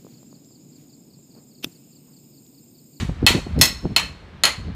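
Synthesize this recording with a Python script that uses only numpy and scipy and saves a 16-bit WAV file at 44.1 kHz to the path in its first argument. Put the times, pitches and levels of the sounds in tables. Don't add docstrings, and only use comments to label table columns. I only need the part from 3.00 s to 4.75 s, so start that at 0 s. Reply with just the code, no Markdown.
import sys
import numpy as np
from scipy import signal
from scipy.fft import rfft, irfft
from scipy.io import wavfile
from scipy.ndimage import uniform_filter1d

SR = 44100
rng = np.random.default_rng(int(sys.argv[2]) if len(sys.argv) > 2 else 0)


def inscribe(sig):
    pcm = np.round(np.clip(np.atleast_2d(sig).T, -1, 1) * 32767)
    wavfile.write(sys.argv[1], SR, pcm.astype(np.int16))


N = 77175

# start_s, crack_db, ring_db, barn_db, tilt_db_per_octave, spot_index
HAMMER_BLOWS = [(-.085, -5, -28, 1, -0.5, 0), (.265, 2, 1.5, 3.5, -0.5, 0),
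                (0.590, -27.5, -36, -26, 0.5, 1), (0.6128, 9.5, 0.5, 0, 1.5, 1),
                (0.963, -2, -1.5, -4.5, -1.5, 0), (1.436, -1.5, -3.5, -4.5, -4, 2),
                (1.453, -7.5, -6, -5.5, -2, 2)]


def hammer():
    out, t = np.zeros(N), np.arange(SR) / SR
    for start_s, crack_db, ring_db, barn_db, tilt, spot in HAMMER_BLOWS:
        clash = crack(t, crack_db, tilt) + amp(barn_db) * barn_reverb(t, tilt)
        knock = amp(crack_db) * hoof_knock(t)
        add(out, start_s, uneven_colour(clash) + amp(ring_db) * steel_ring(t, spot) + knock)
    return out


# freq_hz, density_db
CRACK_SPECTRUM = [(100, -24.5), (500, -13.5), (1300, 0), (2400, -6.5), (3400, 6), (4300, 0.5), (5200, -3.5),
                  (11000, -7), (15000, -13.5)]


def crack(t, level_db, tilt, t60_s=0.063, snap_t60_s=0.0051, echo_span_s=0.046):
    burst = noise(tilted(CRACK_SPECTRUM, tilt), len(t)) * decay(t, t60_s, level_db - 12)
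    out = burst * (1 + decay(t, snap_t60_s, 7.5))
    for delay_s in echo_span_s * (np.arange(1, 4) + rng.random(3)) / 4:
        add(out, delay_s, amp(-14) * burst)
    return out


def uneven_colour(x, depth_db=3.2, spacing_hz=90):
    hz = np.fft.rfftfreq(2 * len(x), 1 / SR)
    ripple = np.interp(hz / spacing_hz, np.arange(1000), rng.standard_normal(1000))
    gain = amp(depth_db * np.cbrt(hz / 3000) * ripple)
    gain /= np.sqrt(uniform_filter1d(gain ** 2, size=1600))
    log_gain = np.log(np.r_[gain, gain[-2:0:-1]])
    minimum_phase = np.exp(np.conj(signal.hilbert(log_gain)))[:len(hz)]
    return irfft(rfft(x, 2 * len(x)) * minimum_phase)[:len(x)]


MODE_PITCHES = [1370, 1915, 2154, 2597, 3000, 3104, 3772, 4110, 4222, 4280, 4345, 4830, 5322, 6460, 7050,
                7761, 8345, 9835, 10350, 13030, 14350]
# spot0_db, spot1_db, spot2_db
MODE_LEVELS = [(-33.5, -42, -28.5), (-31.5, -22, -22.5), (-31.5, -33, -48), (-17.5, -22, -26.5),
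               (-25, -35, -27), (-20.5, -36.5, -22), (-41, -24, -27.5), (-26.5, -19.5, -22),
               (-18.5, -16.5, -20.5), (-20.5, -23.5, -21.5), (-24.5, -17, -18), (-48.5, -34.5, -28.5),
               (-30, -11, -32), (-42, -16.5, -23.5), (-29.5, -28, -22.5), (-49, -20.5, -44),
               (-47.5, -40.5, -35), (-39.5, -30, -24.5), (-52, -35.5, -57), (-38, -20, -36),
               (-46, -31, -52)]


def steel_ring(t, spot, waver_share=0.95, waver_hz=46, rattle_hz=170):
    out, hz = np.zeros(len(t)), np.fft.fftfreq(len(t), 1 / SR)
    sidebands = 1 / (1 + (hz / waver_hz) ** 2) + amp(-16) / (1 + (hz / rattle_hz) ** 4)
    clang = decay(t, t60_s=0.041, level_db=11.5)
    steady = np.sqrt(1 - waver_share ** 2)
    for pitch_hz, levels_db in zip(MODE_PITCHES, MODE_LEVELS):
        t60_s = 0.25 * (3000 / pitch_hz) ** 0.15
        waver = unit(np.fft.ifft(random_phases(len(t)) * sidebands)) * reflection_buildup(t)
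        after_ring = 1 / (1 + (2 * np.log2(pitch_hz / 4400)) ** 2)
        fade = decay(t, t60_s) + after_ring * decay(t, 3.3 * t60_s, -23)
        envelope = (steady + waver_share * waver) * fade + clang
        tone = np.exp(2j * np.pi * (pitch_hz * t + rng.random()))
        out += amp(levels_db[spot]) * (envelope * tone).imag
    return out


# freq_hz, density_db
HOOF_SPECTRUM = [(40, -24), (150, 0), (330, -9), (600, -8), (8000, -54)]


def hoof_knock(t):
    return noise(HOOF_SPECTRUM, len(t)) * decay(t, t60_s=0.21, level_db=-29)


# freq_hz, density_db
REVERB_SPECTRUM = [(100, -15), (250, -24.5), (450, -5), (780, -5.5), (1020, -.5), (1550, -3), (2000, 4),
                   (3200, 0.5), (4300, -1), (5000, -8), (7200, -6), (9000, -12.5), (14500, -21.5)]
# freq_hz, t60_s
REVERB_DECAY = [(200, 0.19), (1000, 0.32), (2500, 0.27), (5000, 0.3), (8000, 0.28), (14000, 0.24)]


def barn_reverb(t, tilt):
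    wash = noise(tilted(REVERB_SPECTRUM, tilt), len(t))
    hz, frame_s, bands = signal.stft(wash, SR, nperseg=256)
    t60_s = curve_at(REVERB_DECAY, hz)[:, None]
    tail_t60_s = (t60_s / t60_s.max()) ** 1.1
    fade = np.hypot(decay(frame_s, t60_s), decay(frame_s, tail_t60_s, -26))
    reflections = signal.istft(bands * fade, SR, nperseg=256)[1][:len(t)]
    return amp(-14.5) * reflections * reflection_buildup(t)


def reflection_buildup(t, rise_s=0.0049):
    return 1 - np.exp(-t / rise_s)


# peak_s, half_length_s, level_db, upper_edge_hz
MIC_BUMPS = [(0.029, 0.0048, -18, 192), (0.049, 0.0036, -24.5, 148), (.096, 0.0012, -24, 506),
             (0.097, 0.0056, -18, 148), (0.116, 0.0052, -21.5, 123), (.231, 0.0024, -13, 275),
             (0.245, 0.0066, -15, 213), (0.307, 0.0017, -12, 215), (0.321, 0.0062, -25.5, 284),
             (0.356, 0.01, -16, 268), (0.382, 0.01, -23.5, 350), (0.469, 0.0031, -26, 424),
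             (0.566, 0.0036, -18.5, 300), (0.582, 0.0041, -14, 236), (0.599, 0.0052, -14, 234),
             (0.629, 0.019, -24.5, 119.8), (0.729, 0.0022, -29, 288), (0.854, 0.0011, -14.5, 370),
             (.856, 0.012, -20.5, 228), (0.913, 0.013, -26, 250), (1.683, 0.03, -30.5, 169.2)]
# time_s, level_db
RUMBLE_LEVELS = [(0, -31), (0.152, -36.5), (.22, -28), (0.431, -34.5), (.55, -27), (.75, -38), (.95, -40.5),
                 (1.051, -34.5), (1.15, -46), (1.399, -45.5), (1.52, -43.5), (1.62, -32.5), (1.75, -31.5)]
# freq_hz, density_db
RUMBLE_SPECTRUM = [(20, -29.5), (48, 5.5), (75, 7), (120, -3.5), (200, -4), (300, -25.5), (1500, -28.5),
                   (5000, -42.5), (15000, -110)]


def mic_handling(shifts_per_s=20, lower_edge_hz=63.6):
    rumble_s, rumble_db = np.transpose(RUMBLE_LEVELS)
    out = noise(RUMBLE_SPECTRUM, N) * amp(np.interp(np.arange(N) / SR, rumble_s, rumble_db))
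    shifts = []
    for slot, (jitter, brightness) in enumerate(rng.random((64, 2))):
        peak_s = (slot + jitter) / shifts_per_s
        level_db = np.interp(peak_s, rumble_s, rumble_db) + 1
        shifts.append((peak_s, 0.0057, level_db, 187 * (0.5 + brightness)))
    t, hz = (np.arange(8192) - 4096) / SR, np.fft.rfftfreq(8192, 1 / SR)
    for peak_s, half_length_s, level_db, upper_edge_hz in MIC_BUMPS + shifts:
        band = hz ** 2 / (hz ** 2 + lower_edge_hz ** 2) / (1 + (hz / upper_edge_hz) ** 3.04)
        swell = np.exp(-(t / half_length_s) ** 2 / 2)
        shudder = irfft(band * random_phases(len(hz))) * swell
        add(out, peak_s + t[0], amp(level_db) * unit(shudder) * np.sqrt(np.mean(swell ** 2)))
    return out


# freq_hz, density_db
AIR_SPECTRUM = [(30, 5), (250, 3.5), (500, -3), (2000, -8), (4000, -15.5), (6000, -27.5), (15000, -50)]


def barn_air(level_db=-47.5):
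    return amp(level_db) * noise(AIR_SPECTRUM, N)


def amp(db):
    return 10 ** (np.asarray(db) / 20)


def decay(t, t60_s, level_db=0):
    return amp(level_db - 60 * t / t60_s)


def unit(x):
    return x / np.sqrt(np.mean(abs(x) ** 2) + 1e-20)


def random_phases(size):
    return np.exp(2j * np.pi * rng.random(size))


def curve_at(points, hz):
    freq_hz, value = np.transpose(points)
    return np.interp(np.log(hz + 1), np.log(freq_hz + 1), value)


def noise(spectrum, size):
    gain = amp(curve_at(spectrum, np.fft.rfftfreq(size, 1 / SR)))
    return unit(irfft(rfft(rng.standard_normal(size)) * gain, size))


def tilted(spectrum, db_per_octave):
    return [(hz, db + db_per_octave * np.log2(max(hz, 700) / 3000)) for hz, db in spectrum]


def add(mix, start_s, sound):
    at = round(start_s * SR)
    sound = sound[max(-at, 0):]
    part = mix[max(at, 0):][:len(sound)]
    part += sound[:len(part)]


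def scene():
    return (hammer() + mic_handling() + barn_air())[None]


def record(dry, ceiling=0.7, low_cut_hz=30, high_cut_hz=15500):
    clipped = dry / (1 + (dry / ceiling) ** 4) ** 0.25
    highpass = signal.butter(2, low_cut_hz, "high", fs=SR, output="sos")
    lowpass = signal.firwin(151, high_cut_hz, window=("kaiser", 9), fs=SR)
    return signal.oaconvolve(signal.sosfilt(highpass, clipped), lowpass[None], "same")


dry = scene()
out = record(dry)
inscribe(out)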